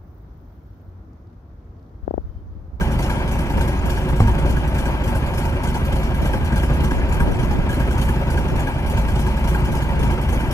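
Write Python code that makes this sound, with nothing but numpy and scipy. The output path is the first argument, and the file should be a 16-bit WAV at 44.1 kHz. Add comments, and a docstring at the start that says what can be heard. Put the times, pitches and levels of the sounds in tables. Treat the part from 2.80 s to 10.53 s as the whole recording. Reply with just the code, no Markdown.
"""Exhaust pulses boom unevenly: an old eight-cylinder engine idles roughly under the hood that carries
a two-port microphone. Firings ring pipe resonances over noise rumble; filtered noise clatters as the block;
one leaking bank puffs hiss and rings the manifold. Wavering sines hum as neighbouring cars and whine as a
charger, noise lumps buffet the ports as a breeze, damped sines clink and knock, and a tap thumps the hood."""
import sys
import numpy as np
from scipy import signal
from scipy.fft import rfft, irfft, next_fast_len
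from scipy.io import wavfile
from scipy.ndimage import uniform_filter1d, map_coordinates

SR = 44100
rng = np.random.default_rng(int(sys.argv[2]) if len(sys.argv) > 2 else 0)


def attenuation_scalar(level_db):
    """Turn a level in dB into a linear amplitude multiplier (20 dB per decade)."""
    decades = np.asarray(level_db, float) / 20
    return 10 ** decades


def transcribe(u):
    """Save the signal u as a 16-bit wav file named by the first command-line argument.

    u: samples, shape (n,) or (channels, n), limited to [-1, 1]; the rate is SR.
    q: integer samples, one column per channel.
    """
    v = np.clip(np.atleast_2d(u).T, -1, 1)
    q = np.round(v * 32767).astype(np.int16)
    wavfile.write(sys.argv[1], SR, q)


N = 340893

# idle speed, hunting up and down: (time [s], crank speed [rpm])
IDLE_SPEED = [(-0.1, 399), (0.29, 424), (0.57, 400), (0.89, 428), (1.15, 392), (1.86, 418), (2.54, 396),
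              (3.0, 422), (3.59, 386), (3.92, 441), (4.6, 381), (4.92, 420), (5.64, 416), (5.84, 389),
              (6.69, 430), (7.07, 443), (7.27, 405), (7.8, 405)]
FIRST_CYCLE_S = -.103
# cylinders in firing order: (relative push [dB])
CYLINDERS = [3.5, 1.5, 1.5, 2.5, -8.5, 2.5, -3, 0.5]

# combustion strength: (time [s], relative boom level [dB])
BURN = [(0, -16), (.3, -21.5), (1.19, -19), (1.49, -14.5), (1.78, -18), (2.38, -22), (2.97, -19),
        (3.87, -18.5), (4.46, -17.5), (4.76, -21), (5.05, -17.5), (5.95, -21), (6.24, -15.5), (6.54, -19),
        (6.84, -17), (7.14, -21), (7.73, -17)]
# exhaust pipe resonances: (frequency [Hz], width [Hz], relative level [dB])
PIPE = [(25.768, 8.956, -10.5), (55.8, 6, 0), (74.116, 10, -6), (143.19, 19.203, -9.5),
        (229.35, 18.563, -17), (362.87, 33.46, -25)]
# colour of low air and panel rumble: (frequency [Hz], relative density [dB per Hz])
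RUMBLE = [(8.8, -40.5), (15, -82), (27, -11), (43, -10), (64, -4), (84, -2.5), (102, -8.5), (143, -7.5),
          (171, -12), (217, -11.5), (300, -22.5), (390, -25.5), (660, -120)]

# colour of block clatter: (frequency [Hz], relative density [dB per Hz])
BLOCK = [(150, -22), (260, -1.5), (333, -6.5), (368, -6), (443, -14), (553, -7.5), (691, -9), (930, -9.5),
         (1180, -14.5), (1420, -15), (1620, -16), (1770, -19.5), (2380, -17), (3150, -22), (3810, -32),
         (5000, -35), (6500, -45.5), (11000, -120)]
# narrow casting resonances: (frequency [Hz], width [Hz], relative level [dB])
CASTING = [(363, 20, 5), (540, 28, 3), (852, 28, 1), (936, 36, 4), (1617, 40, 3)]

# colour of leak hiss: (frequency [Hz], relative density [dB per Hz])
HISS = [(1760, -55.5), (3000, 2), (3840, -11), (4250, -6.5), (4940, -11), (5670, -8), (8600, -11.5),
        (11600, -8), (12300, -11.5), (15400, -24)]
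# leaking bank: (place in firing order [-], hiss [dB], usual high ring [dB], usual low ring [dB]), all relative
BANK = [(0, -45, -38, -41), (1, -42, -34, -41.5), (3, -45, -33, -34), (6, -46.5, -36.5, -36.5)]
HISS_SCATTER_DB, BRIGHT_SCATTER_DB, RING_SCATTER_DB = 0.7726, 1.5, 3
# leaking firings that miss or puff harder: (time [s], hiss change [dB])
UNEVEN = [(.008, 3.5), (.192, 4.5), (.224, 1), (.298, 3), (.405, -20), (.81, 1.5), (.987, -30), (1.769, -3),
          (1.983, 1.5), (2.167, -25), (2.35, 2.5), (2.577, 2), (2.761, -17), (2.836, 2.5), (2.943, 3.5),
          (3.648, 2), (3.762, 2), (4.22, -19.5), (4.287, -5), (4.633, -4), (4.819, -17), (4.892, 3),
          (5.108, 3.5), (5.18, 3), (5.217, 3), (5.285, 2.5), (5.395, -21.5), (5.466, -10), (5.975, -8),
          (6.177, 2.5), (6.285, 3.5), (6.675, 2.5), (7.125, -5.5), (7.706, 3)]
# puffs that ping the manifold hard: (time [s], relative high ring [dB], relative low ring [dB])
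PINGS = [(.008, -21, -34), (.298, -20.5, -23.5), (.592, -27.5, -37), (.81, -25, -45), (1.097, -27.5, -45.5),
         (1.173, -24.5, -27), (1.473, -25, -21.5), (1.66, -28, -40), (1.696, -26, -40), (1.769, -22.5, -46),
         (1.983, -26, -31.5), (2.055, -25, -45), (2.278, -45, -23.5), (2.35, -25, -45.5),
         (2.577, -26, -45.5), (2.651, -26.5, -21), (2.872, -25, -25.5), (2.943, -28, -23),
         (3.344, -26.5, -42), (3.457, -28.5, -45), (3.534, -19.5, -22.5), (3.762, -27.5, -27.5),
         (3.835, -21.5, -43), (4.111, -24.5, -24), (4.328, -27.5, -35), (4.402, -18, -22.5),
         (4.705, -44.5, -26), (4.892, -26.5, -44.5), (4.933, -27, -44), (5.004, -28, -32),
         (5.108, -28, -45.5), (5.285, -24, -37.5), (5.579, -22, -34), (5.868, -20.5, -22.5),
         (6.177, -24, -25), (6.285, -24.5, -31), (6.462, -25.5, -21.5), (6.573, -28.5, -22.5),
         (6.675, -28.5, -45.5), (6.745, -20.5, -22), (7.024, -27, -32.5), (7.308, -26.5, -24),
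         (7.596, -24.5, -24)]
# upper manifold modes: (frequency [Hz], relative level [dB], swell [s], fade [s])
HIGH_RING = [(1620.5, -3, 0.004, 0.0055), (1496.3, -10.5, 0.004125, 0.00665), (2400, -13, 0.002, 0.005),
             (3150, -19, 0.0015, 0.004)]
# lower manifold modes: (frequency [Hz], relative level [dB], swell [s], fade [s])
LOW_RING = [(930.63, -6.5, 0.005, 0.016), (851, -10, 0.00441, 0.0483)]
# shrill edge tones of a puff: (frequency [Hz], relative level [dB], swell [s], fade [s])
WHISTLE = [(5592, -5.5, 0.002767, 0.012616), (6902.3, -9, 0.001905, 0.0073)]

# neighbouring engines and the charger: (frequency [Hz], relative level [dB], waver [Hz])
HUMS = [(36.0, -33, .1), (74.5, -28.5, 1.4), (120.1, -38, .2), (2017, -56, 2), (2352, -50, 1)]

# colour of buffeting: (frequency [Hz], relative density [dB per Hz])
BUFFET = [(8, -22), (15, 0), (37, 0), (160, -7), (470, -18), (900, -30), (1500, -55), (2600, -120)]
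# eddies over the ports: (time [s], relative peak [dB], time to fall 20 dB [s])
GUSTS = [(.79, -21.5, 0.0454), (1.06, -26.5, 0.0476), (1.72, -29.5, 0.2145), (2.18, -31, 0.0004),
         (2.29, -33, 0.1537), (3.43, -24, 0.0359), (3.59, -28.5, 0.0814), (4.03, -27.5, 0.1621),
         (4.19, -23, 0.1064), (4.43, -29, 0.1373), (4.52, -23.5, 0.193), (4.78, -23, 0.2235),
         (5.6, -26, 0.0757), (5.74, -24.5, 0.0894), (6.3, -38.5, 0.5), (6.92, -27.5, 0.1083),
         (7.2, -25, 0.2485)]

# light clinks in the valve gear: (time [s], relative peak [dB], frequency [Hz])
CLINKS = [(0.1935, -27, 2131), (0.8121, -29, 2412), (1.6736, -33.5, 2342), (2.5825, -29, 2463),
          (2.8664, -32.5, 2161), (4.0073, -30, 2347), (4.0482, -33.5, 2037), (4.5894, -33, 2340),
          (5.0833, -31, 2012), (5.5179, -31, 2100), (6.6593, -33, 2350), (6.8723, -32, 2360)]
# loose parts on body panels: (time [s], relative peak [dB], frequency [Hz])
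KNOCKS = [(.705, -14, 300), (1.6485, -10, 360), (2.008, -14, 317.8), (2.546, -16, 473.5), (3.612, -19, 415),
          (4.119, -9, 260), (5.083, -17, 420), (5.177, -16, 251.3), (5.823, -17, 360), (6.129, -20, 365),
          (6.684, -18, 250.4), (7.047, -20, 371), (7.331, -17, 360), (7.64, -21, 365)]

# knuckle on the hood: (time [s], relative level [dB])
TAPS = [(1.4045, 0)]
# hood panel modes: (frequency [Hz], relative level [dB], t60 [s], first swing [sign])
HOOD = [(27, -14, .45, -1), (74, -18, .4, 1), (104, -7, .4, 1), (150, -16, .35, 1), (230, -18, .3, 1),
        (310, -23, .12, 1)]
# short contact tones: (frequency [Hz], relative level [dB])
KNUCKLE = [(520, -15), (780, -9), (1100, -13), (1600, -21), (2050, -21)]

# nominal likeness of the two ports: (frequency [Hz], correlation [-])
ALIKE = [(43, .955), (90, .965), (170, .93), (300, .93), (520, .95), (700, .86), (860, .87), (1200, .36),
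         (2000, .66), (3000, .83), (3900, .6), (4700, .25), (9000, .18)]
# port colour: (frequency [Hz], left minus right [dB])
TILT = [(60, -.5), (200, -.3), (500, .4), (1000, 1.2), (2400, 2.7), (4500, 1.6), (8000, 3.6), (13000, .6)]
LEFT_LEAD_S, TOP_HZ = 0.00015074, 15500


def unit(x):
    """Scaled to rms 1."""
    return x / np.sqrt(np.mean(x ** 2) + 1e-20)


def along(points, hz):
    """(Hz, value) points interpolated on a log axis."""
    f, v = np.transpose(points)
    return np.interp(np.log(hz + 1), np.log(f + 1), v)


def wobble(rate_hz):
    """Smooth random curve, rate_hz knots a second."""
    knots = rng.standard_normal(int(N * rate_hz / SR) + 4)
    return map_coordinates(knots, [np.arange(N) * rate_hz / SR])


def filtered(x, response):
    """x times a complex response of frequency."""
    m = next_fast_len(N + SR // 2)
    return irfft(rfft(x, m) * response(np.fft.rfftfreq(m, 1 / SR)), m)[..., :N]


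def resonances(modes):
    """Response of causal resonances summed with alternating signs."""
    def response(f):
        total = 0
        for k, (hz, width_hz, db) in enumerate(modes):
            damping = 1j * f * width_hz
            total = total + (-1) ** k * attenuation_scalar(db) * damping / (hz * hz - f * f + damping)
        return total
    return response


def spikes(s, size):
    """Impulses of the given sizes at the given times."""
    at = np.round(np.asarray(s) * SR).astype(int)
    keep = (at >= 0) & (at < N)
    return np.bincount(at[keep], np.asarray(size)[keep], N)


def ports(common, apart):
    """A source at both ports: a direct part plus a diffuse part of opposite sign."""
    def turn(hz):
        return np.arccos(np.clip(along(ALIKE, hz), 0, 1)) / 2
    mid = filtered(common, lambda hz: np.cos(turn(hz)))
    side = filtered(apart, lambda hz: np.sin(turn(hz)))
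    return np.array([mid + side, mid - side])


def rush(spectrum, patchy_db):
    """Two unrelated noises of one colour, rms 1, whose narrow bands flare by patchy_db."""
    z = signal.stft(rng.standard_normal((2, N)), nperseg=512)[2]
    field = uniform_filter1d(rng.standard_normal(z.shape[1:]), size=3, axis=0)
    field = uniform_filter1d(field, size=5, axis=1)
    pair = signal.istft(z * attenuation_scalar(patchy_db * unit(field)), nperseg=512)[1][:, :N]
    return unit(filtered(pair, lambda hz: attenuation_scalar(along(spectrum, hz))))


def cycles():
    """Times and four-stroke cycles completed by then; a cycle is two crank turns."""
    t = np.arange(FIRST_CYCLE_S, N / SR, 1 / 1000)
    cycles_per_s = np.interp(t, *np.transpose(IDLE_SPEED)) / 120
    return t, np.cumsum(cycles_per_s) / 1000


def firings(jitter_s, scatter_db):
    """Eight pushes a cycle, uneven in time and strength."""
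    s, turns = cycles()
    slot = np.arange(int(len(CYLINDERS) * turns[-1]))
    chance = rng.standard_normal((len(slot), 2))
    when = np.interp(slot / len(CYLINDERS), turns, s) + jitter_s * chance[:, 0]
    push_db = np.take(CYLINDERS, slot % len(CYLINDERS)) + scatter_db * chance[:, 1]
    return spikes(when, attenuation_scalar(push_db))


def throb(pushes, share, fade_s):
    """Gain of rms 1; the given share of its power jumps at each firing and fades."""
    fade = np.exp(-np.arange(SR // 10) / SR / fade_s)
    kick = signal.fftconvolve(pushes ** 2, fade)[:N]
    return np.sqrt(1 - share + share * np.abs(kick) / np.mean(kick))


def exhaust(pushes):
    """Firing pulses ring the pipes over a turbulent rumble."""
    boom_db = np.interp(np.arange(N) / SR, *np.transpose(BURN))
    rumble_db = -24.5 + 0.6 * wobble(2.9958)
    late = filtered(pushes, lambda hz: np.exp(-2j * np.pi * hz * 0.0060307))  # travel along the pipe [s]
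    boom = attenuation_scalar(boom_db - 2.6) * unit(filtered(late, resonances(PIPE)))
    air = rush(RUMBLE, patchy_db=0)
    low = filtered(air, lambda hz: 1 / (1 + (hz / 97) ** 8))
    high = (air - low) * throb(pushes, share=0.4, fade_s=0.02)
    rumble = attenuation_scalar(boom_db - 10) * unit(low[0]) + attenuation_scalar(rumble_db - 3) * unit(high[0])
    diffuse = attenuation_scalar(boom_db) * unit(low[1]) + attenuation_scalar(rumble_db) * unit(high[1])
    return ports(boom + rumble, diffuse)


def block(pushes):
    """Valve gear and belts clatter in the castings, in uneven grains that swell with each firing."""
    casting = resonances(CASTING)
    noise = filtered(rush(BLOCK, patchy_db=1.5), lambda hz: 1 + 0.6863 * np.abs(casting(hz)))
    grain = attenuation_scalar(1.0598 * wobble(60)) * throb(pushes, share=0.2, fade_s=0.03)
    return attenuation_scalar(-28) * ports(*unit(noise * grain))


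def puffs():
    """Time, hiss, brightness and ring levels of each firing in the leaking bank."""
    t, turns = cycles()
    count = int(turns[-1]) + 1
    place, hiss_db, high_db, low_db = np.tile(np.transpose(BANK), count)
    turn = np.repeat(np.arange(count), len(BANK)) + np.round(place) / len(CYLINDERS)
    s = np.interp(turn, turns, t)
    chance = rng.standard_normal((len(s), 4)).T
    hiss_db = hiss_db + HISS_SCATTER_DB * chance[0]
    bright_db = BRIGHT_SCATTER_DB * chance[1]
    high_db, low_db = [high_db, low_db] + RING_SCATTER_DB * chance[2:]

    def nearest(at):
        return np.abs(s - at).argmin()
    for at, change_db in UNEVEN:
        hiss_db[nearest(at)] += change_db
    for at, high, low in PINGS:
        high_db[nearest(at)], low_db[nearest(at)] = high, low
    keep = (s >= 0) & (turn < turns[-1])
    return np.array([s, hiss_db, bright_db, high_db, low_db])[:, keep]


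def manifold(s, db, modes, spread):
    """Each puff excites the modes at slightly new pitches and strengths, as in ringing cast iron."""
    t = np.arange(SR // 10) / SR
    out = np.zeros(N + SR)
    starts = np.round(s * SR).astype(int)
    for hz, mode_db, swell_s, fade_s in modes:
        chance = rng.standard_normal((len(s), 3))
        swell = (1 - np.exp(-t / swell_s)) ** 2 * np.exp(-t / fade_s)
        swell = swell / swell.max()
        for at, level_db, (bend, turn, size) in zip(starts, db, chance):
            ring = np.sin(2 * np.pi * hz * (1 + spread * bend) * t + np.pi * turn)
            out[at:at + len(t)] += attenuation_scalar(level_db + mode_db + 1.2 * size) * swell * ring
    return out[:N]


def leak():
    """Gas jets out briefly around each firing of one bank, over a steady seep, and rings the manifold."""
    s, hiss_db, bright_db, high_db, low_db = puffs()
    t = np.arange(SR // 4) / SR
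    jet = (1 - np.exp(-t / 0.00089)) * (np.exp(-(t / 0.036) ** 2.2) + 0.8 * np.exp(-t / 0.16767))

    def flow(db):  # puffs add in power
        return np.abs(signal.fftconvolve(spikes(s - .002, attenuation_scalar(2 * db)), jet ** 2)[:N])
    gas = rush(HISS, patchy_db=3.5)
    top = filtered(gas, lambda hz: 1 / (1 + (8200 / (hz + 1)) ** 6))
    # second term: power of the seep
    dull = np.sqrt(flow(hiss_db - bright_db / 2 - 2.2) + attenuation_scalar(2 * -52))
    sharp = np.sqrt(flow(hiss_db + bright_db / 2 - 1.6) + attenuation_scalar(2 * -55))
    hiss = attenuation_scalar(1.5604 * wobble(150)) * dull * (gas - top)
    hiss = hiss + attenuation_scalar(2 * wobble(600)) * sharp * top
    high_ring = manifold(s, high_db, HIGH_RING, spread=0.02)
    low_ring = manifold(s + 0.002, low_db, LOW_RING, spread=0.015087)
    whistle = manifold(s, hiss_db, WHISTLE, spread=.1)
    return ports(*hiss) + high_ring + low_ring + whistle


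def hums():
    """Nearly steady tones whose pitch and size waver a little."""
    t = np.arange(N) / SR
    out = np.zeros(N)
    for hz, db, waver_hz in HUMS:
        turns = hz * t + np.cumsum(waver_hz * wobble(2)) / SR + rng.random()
        size = np.sqrt(2) * attenuation_scalar(db + 1.5 * wobble(5))
        out += size * np.sin(2 * np.pi * turns)
    return out


def wind():
    """Eddies strike each port on its own; the upper tones come in sudden lumps."""
    t = np.arange(N) / SR
    gust = attenuation_scalar(-51)  # calm between eddies
    for s, db, fall_s in GUSTS:
        gust = gust + attenuation_scalar(db - 20 * np.abs(t - s) / fall_s)
    lumps = unit(attenuation_scalar(4 * np.array([wobble(60), wobble(60)])))
    air = rush(BUFFET, patchy_db=0)
    low = filtered(air, lambda hz: 1 / (1 + (hz / 120) ** 4))
    return np.sqrt(2) * gust * (low + (air - low) * lumps)


def rattle(rows, cycles_t60, edge_db, dull_hz):
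    """Small blows: a ring that falls 60 dB in cycles_t60 cycles, with a short noisy edge."""
    t = np.arange(SR // 10) / SR
    out = np.zeros(N + SR)
    for s, db, hz in rows:
        ring = attenuation_scalar(-60 * t * hz / cycles_t60) * np.sin(2 * np.pi * hz * t)
        edge = attenuation_scalar(edge_db - 60 * t / .012) * rng.standard_normal(len(t))
        out[round(s * SR):][:len(t)] += attenuation_scalar(db) * (ring + edge)
    return filtered(out[:N], lambda f: 1 / (1 + 1j * f / dull_hz) ** 3)


def tap():
    """A knuckle cracks on the hood; the panel booms and shudders."""
    t = np.arange(SR // 2) / SR
    boom = sum(way * attenuation_scalar(db - 60 * t / t60_s) * np.sin(2 * np.pi * hz * t) for hz, db, t60_s, way in HOOD)
    shudder = unit(filtered(rng.standard_normal(N), resonances([(170.9, 75.95, 0)])))[:len(t)]
    boom = boom + attenuation_scalar(-17 - 60 * t / .35) * (1 - np.exp(-t / 0.01212)) * shudder
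    click = -attenuation_scalar(-60 * t / .022) * sum(attenuation_scalar(db) * np.sin(2 * np.pi * hz * t) for hz, db in KNUCKLE)
    crack = attenuation_scalar(-14 - 60 * t / .045) * rng.standard_normal(len(t))
    s, db = np.transpose(TAPS)

    def hit(early_s, ring):
        return signal.fftconvolve(spikes(s - early_s, attenuation_scalar(db)), ring)[:N]
    knock = hit(0, boom) + hit(.0007, click + crack)
    return filtered(knock, lambda hz: 1 / (1 + 1j * hz / 3000) ** 4)  # soft flesh, little treble


def scene():
    """Engine, street, breeze, loose parts and tap at the two ports."""
    pushes = firings(jitter_s=.0012, scatter_db=1.5)
    engine = exhaust(pushes) + block(pushes) + leak()
    clinks = rattle(CLINKS, cycles_t60=60, edge_db=-6, dull_hz=4500)
    knocks = rattle(KNOCKS, cycles_t60=6, edge_db=0, dull_hz=1700)
    return engine + hums() + wind() + clinks + knocks + tap()


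def low_pass(x):
    """Removes everything above the highest recorded frequency."""
    return signal.sosfilt(signal.butter(12, 15520, fs=SR, output="sos"), x)


def record(dry):
    """Sound reaches the left port first; the ports differ slightly in colour and stop at TOP_HZ."""
    side = np.array([[1], [-1]])

    def port_response(hz):
        colour = attenuation_scalar(side * along(TILT, hz) / 2)
        lead = np.exp(1j * np.pi * side * hz * LEFT_LEAD_S)  # half the lead on each side
        return (hz < TOP_HZ) * colour * lead
    mix = filtered(dry, port_response)
    return low_pass(mix)


dry = scene()
out = record(dry)
transcribe(out)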